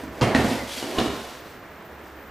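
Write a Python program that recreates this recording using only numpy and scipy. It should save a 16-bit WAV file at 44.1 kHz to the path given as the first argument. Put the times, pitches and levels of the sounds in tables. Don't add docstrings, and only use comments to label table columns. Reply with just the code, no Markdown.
import sys
import numpy as np
from scipy import signal
from scipy.fft import rfft, irfft
from scipy.io import wavfile
from scipy.ndimage import uniform_filter1d

SR = 44100
rng = np.random.default_rng(int(sys.argv[2]) if len(sys.argv) > 2 else 0)


def bounce(signal):
    frames = np.transpose(np.atleast_2d(signal))
    limited = np.clip(frames, -1, 1)
    pcm = np.round(limited * 32767).astype(np.int16)
    wavfile.write(sys.argv[1], SR, pcm)


def invert_db(x):
    u = np.asarray(x, float) / 20
    return 10 ** u


N = 101430

# frequency in Hz, level in dB per Hz.
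STREET_WASH = [(25, -15), (58, -6), (150, -6), (340, -1.5), (800, -5.5), (1700, -7.5), (4000, -24.5),
               (13500, -39.5)]
# centre in Hz, width in Hz, level in dB.
INSECT_BANDS = [(14380, 90, -72), (14430, 430, -60.5)]
# start in s, length in s, level in dB, start pitch in Hz, end pitch in Hz.
SQUEAKS = [
    (.585, .055, -38, 2150, 1950),
    (.655, .03, -43, 2000, 1950),
    (.698, .032, -38, 3100, 3550),
    (.765, .03, -41, 3300, 3200),
    (.775, .022, -38, 4550, 4600),
    (.82, .03, -41, 2900, 2950),
    (.94, .1, -34, 1065, 1065),
]
# start in s, length in s, hiss in dB, drag of the weight on the mat in dB.
CLOTH_STROKES = [(-.08, 0.15, -43, -38.5), (0.093, 0.3, -49.5, -39.5), (0.201, 0.22, -62, -26.5),
                 (0.357, 0.13, -34.5, -25.5), (0.43, 0.22, -32.5, -31.5), (0.606, 0.17, -40.5, -61),
                 (0.672, 0.18, -35, -61), (0.744, 0.19, -36.5, -41.5), (0.852, 0.36, -36.5, -35),
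                 (1.015, 0.14, -56, -48.5), (1.123, 0.33, -41, -45.5), (1.425, 0.17, -50.5, -55),
                 (1.894, .12, -88, -52), (2.026, 0.15, -57, -71)]
# frequency in Hz, level in dB per Hz.
FABRIC_HISS = [(500, -27), (1500, -7), (3300, -3), (6000, -7), (10000, -11.5), (15500, -7)]
# frequency in Hz, level in dB per Hz.
MAT_DRAG = [(100, -10), (250, 4), (420, 5), (700, 6), (1200, -6.5), (2050, -5), (3200, -15), (6000, -27.5)]
# time in s, level in dB, ring pitch in Hz, ring level in dB, length in s.
SLAPS = [(0.212, -5, 4640, -12, 0.0014), (.216, -9.5, 1120, -7, 0.012), (0.229, -19, 2744, -8, 0.009),
         (.3485, -4, 1953, -1.5, 0.0037), (0.352, -34, 1970, -8, 0.002), (0.3554, -27.5, 4330, 9, 0.0034),
         (0.358, -11, 2090, -22, 0.0076), (0.413, -28, 1960, 2, 0.0087),
         (0.9833, -11.5, 3080, -2.5, 0.0063), (0.9879, -14.5, 3600, 2.5, 0.0052),
         (1, -19.5, 5260, -4.5, 0.008), (1.458, -42, 4080, -5, 0.019)]
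# frequency in Hz, level in dB per Hz.
SKIN_CRACK = [(300, 8), (800, 5.5), (1500, -3), (3000, -1), (6500, -12), (10000, -26), (15500, -58)]
# time in s, level in dB, mat pitch in Hz, boom into the floor in dB.
THUDS = [(.034, -20.5, 280, -5), (.075, -25, 294, 3.5), (.195, -36, 269, 10), (.2135, -9.5, 332, -17),
         (0.2185, -10.5, 114, -9), (.226, -6, 430, -30), (0.235, -13, 183, -28), (.274, -14.5, 195, -27),
         (0.348, -3.5, 265, -42), (.384, -16, 109.2, -2), (.414, -24, 412, -6), (.442, -12, 203, -26),
         (.48, -13, 221, -36), (.514, -13, 242, -21), (.55, -21, 278, -0.5), (.633, -23.5, 266, -5),
         (.772, -27.5, 263, -19), (.826, -16, 338, -41), (.842, -18.5, 292, -30), (.903, -26, 385, -18),
         (.972, -18, 302, -18), (0.9843, -5.5, 300, -46), (.997, -9.5, 379, -36), (1.011, -13, 226, -29),
         (1.059, -14, 297, -4), (1.099, -18, 292, -4), (1.132, -33, 200, -20), (1.17, -27.5, 191, -32),
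         (1.9, -37, 305, 3)]
# frequency in Hz, level in dB, 60 dB decay time in s.
FLOOR_MODES = [(64.8, -5, 0.74), (105.9, 3, 0.17), (174.4, 0, 0.21)]
# frequency in Hz, 60 dB decay time in s.
HALL_DECAY = [(80, 0.44), (260, 0.61), (700, 0.96), (1840, 0.89), (4850, 0.9), (12000, 0.14)]
# delay in s, level in dB.
WALL_ECHOES = [(.0041, -10.5), (.0093, -18), (0.0158, -8), (0.0219, -12.5)]
# frequency in Hz, gain in dB.
CAPSULE = [(30, -6.5), (55, 3), (9000, -1.5), (12500, -5.5), (16000, -20)]
# frequency in Hz, side level in dB.
STEREO_WIDTH = [(60, -30), (300, -21), (700, -17), (1500, -13), (4000, -7.5), (9000, -8), (14000, -22)]
# frequency in Hz, left over right in dB.
CAPSULE_LEAN = [(60, -2), (240, -2), (950, -2), (3770, 0.5), (15000, 1)]
# frequency in Hz, gain in dB.
TREBLE_EDGE = [(14900, -0.5), (15200, -4), (15500, -16), (16000, -30)]


def evened(x):
    return x / np.sqrt(np.mean(x ** 2) + 1e-20)


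def read(points, hz):
    f, value = np.transpose(points)
    return np.interp(np.log(hz + 1), np.log(f + 1), value)


def colour(x, points):
    length = x.shape[-1]
    gain = invert_db(read(points, np.fft.rfftfreq(length, 1 / SR)))
    return irfft(rfft(x) * gain, length)


def add(mix, s, sound):
    part = mix[max(round(s * SR), 0):][:len(sound)]
    part += sound[:len(part)]


def resonate(x, hz, width_hz):
    turn = np.exp(2j * np.pi * np.cumsum(hz * np.ones(len(x))) / SR)
    r = np.exp(-np.pi * width_hz / SR)
    smooth = signal.lfilter([1 - r], [1, -r], x / turn + 1e-18)
    return 2 * (turn * smooth).real


def narrow_noise(z, hz, width_hz):
    return evened(resonate(resonate(z, hz, width_hz), hz, width_hz))


def flicker(depth_db, span_s):
    size = max(int(span_s * SR), 1)
    wander = uniform_filter1d(uniform_filter1d(rng.standard_normal(N), size), size)
    return invert_db(depth_db * evened(wander))


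def outside():
    gusts = flicker(0.4, 0.017) * flicker(0.32, 0.0053)
    wash = invert_db(-42.5) * evened(colour(rng.standard_normal((2, N)) * gusts, STREET_WASH))
    insects = np.zeros(N)
    for hz, width_hz, db in INSECT_BANDS:
        insects += invert_db(db) * narrow_noise(rng.standard_normal(N), hz, width_hz)
    hum = invert_db(-55.5) * evened(resonate(rng.standard_normal(N), 70.2, 4.2))
    return wash + [insects * flicker(1.9, 0.011) + hum, insects[::-1]]


def squeaks():
    out = np.zeros(N)
    for s, length, db, from_hz, to_hz in SQUEAKS:
        u = np.arange(0, length, 1 / SR) / length
        z = rng.standard_normal(SR // 4)[:len(u)]
        hz = from_hz + (to_hz - from_hz) * u
        width_hz = 76 * from_hz / 3000
        add(out, s, invert_db(db) * np.sin(np.pi * u) * narrow_noise(z, hz, width_hz))
    return out


def cloth():
    start, length, hiss_db, drag_db = np.transpose(CLOTH_STROKES)[:, :, None]
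    u = np.clip((np.arange(N) / SR - start) / length, 0, 1)
    rise = 0.3
    swell = np.sin(np.pi / 2 * np.minimum(u / rise, (1 - u) / (1 - rise)))
    hiss = evened(colour(rng.standard_normal(N) * flicker(1.1, 0.0043), FABRIC_HISS))
    drag = evened(colour(rng.standard_normal(N) * flicker(0.83, 0.0043), MAT_DRAG))
    return (swell * invert_db(hiss_db)).sum(0) * hiss + (swell * invert_db(drag_db)).sum(0) * drag


def slaps():
    out = np.zeros(N)
    t = np.arange(SR // 8) / SR
    for s, db, hz, ring_db, length in SLAPS:
        spray, drift = rng.standard_normal((2, len(t)))
        wobble = 0.051 * evened(uniform_filter1d(drift, size=60))
        ring = np.sin(2 * np.pi * np.cumsum(hz * (1 + wobble)) / SR)
        tone = evened(colour(spray, SKIN_CRACK)) + invert_db(ring_db + 3) * ring
        contact = np.minimum(t / 0.0002, 1) * np.exp(-(t / length) ** 2)
        add(out, s, invert_db(db - 7.5) * tone * contact)
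    return out


def floor_boom(t):
    boom = np.zeros(len(t))
    for hz, db, t60 in FLOOR_MODES:
        boom += invert_db(db - 60 * t / t60) * np.sin(2 * np.pi * hz * t)
    return boom * np.minimum(t / 0.018, 1)


def thuds():
    out = np.zeros(N)
    t = np.arange(SR // 2) / SR
    boom = floor_boom(t)
    for s, db, hz, boom_db in THUDS:
        decay = invert_db(-60 * t * hz / 11)
        knock = np.minimum(t / 0.0025, 1) * decay * -np.sin(2 * np.pi * hz * t)
        air = evened(resonate(rng.standard_normal(len(t)), 650, width_hz=520))
        puff = air * np.minimum(t / 0.0015, 1) * np.exp(-t / 0.017)
        add(out, s, invert_db(db) * (knock + invert_db(-14.5) * puff + invert_db(boom_db - 14.5) * boom))
    return out


def hall(x):
    taps = np.zeros((2, SR))
    at = np.arange(300, SR - 20, 20) + rng.integers(0, 20, (2, (SR - 301) // 20))
    np.put_along_axis(taps, at, rng.choice([-1., 1.], at.shape), 1)
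    hz, t, z = signal.stft(taps, SR, nperseg=512)
    decay = invert_db(-60 * t / read(HALL_DECAY, hz)[:, None])
    tail = signal.istft(z * decay, SR, nperseg=512)[1]
    tail = invert_db(-5) * tail / np.linalg.norm(tail[0])
    return signal.fftconvolve(x[None], tail, axes=1)[:, :N]


def walls(x):
    out = x.copy()
    for s, db in WALL_ECHOES:
        add(out, s, invert_db(db) * x[:N - round(s * SR)])
    return out


def scene():
    blows = invert_db(-2) * (thuds() + slaps())
    rubs, skin = cloth(), squeaks()
    mid, wide = hall(blows + invert_db(-4) * rubs + invert_db(-3) * skin)
    inside = np.array([mid + walls(blows) + rubs + skin, wide])
    mid, wide = colour(inside, CAPSULE) + outside()
    side = colour(wide, STEREO_WIDTH)
    return np.array([mid + side, mid - side])


def top_cut(x):
    return signal.sosfilt(signal.butter(12, 15780, fs=SR, output="sos"), x)


def record(dry):
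    left = colour(dry[0], [(hz, db / 2) for hz, db in CAPSULE_LEAN])
    right = colour(dry[1], [(hz, -db / 2) for hz, db in CAPSULE_LEAN])
    mix = colour(np.array([left, right]), TREBLE_EDGE)
    return top_cut(mix)


dry = scene()
out = record(dry)
bounce(out)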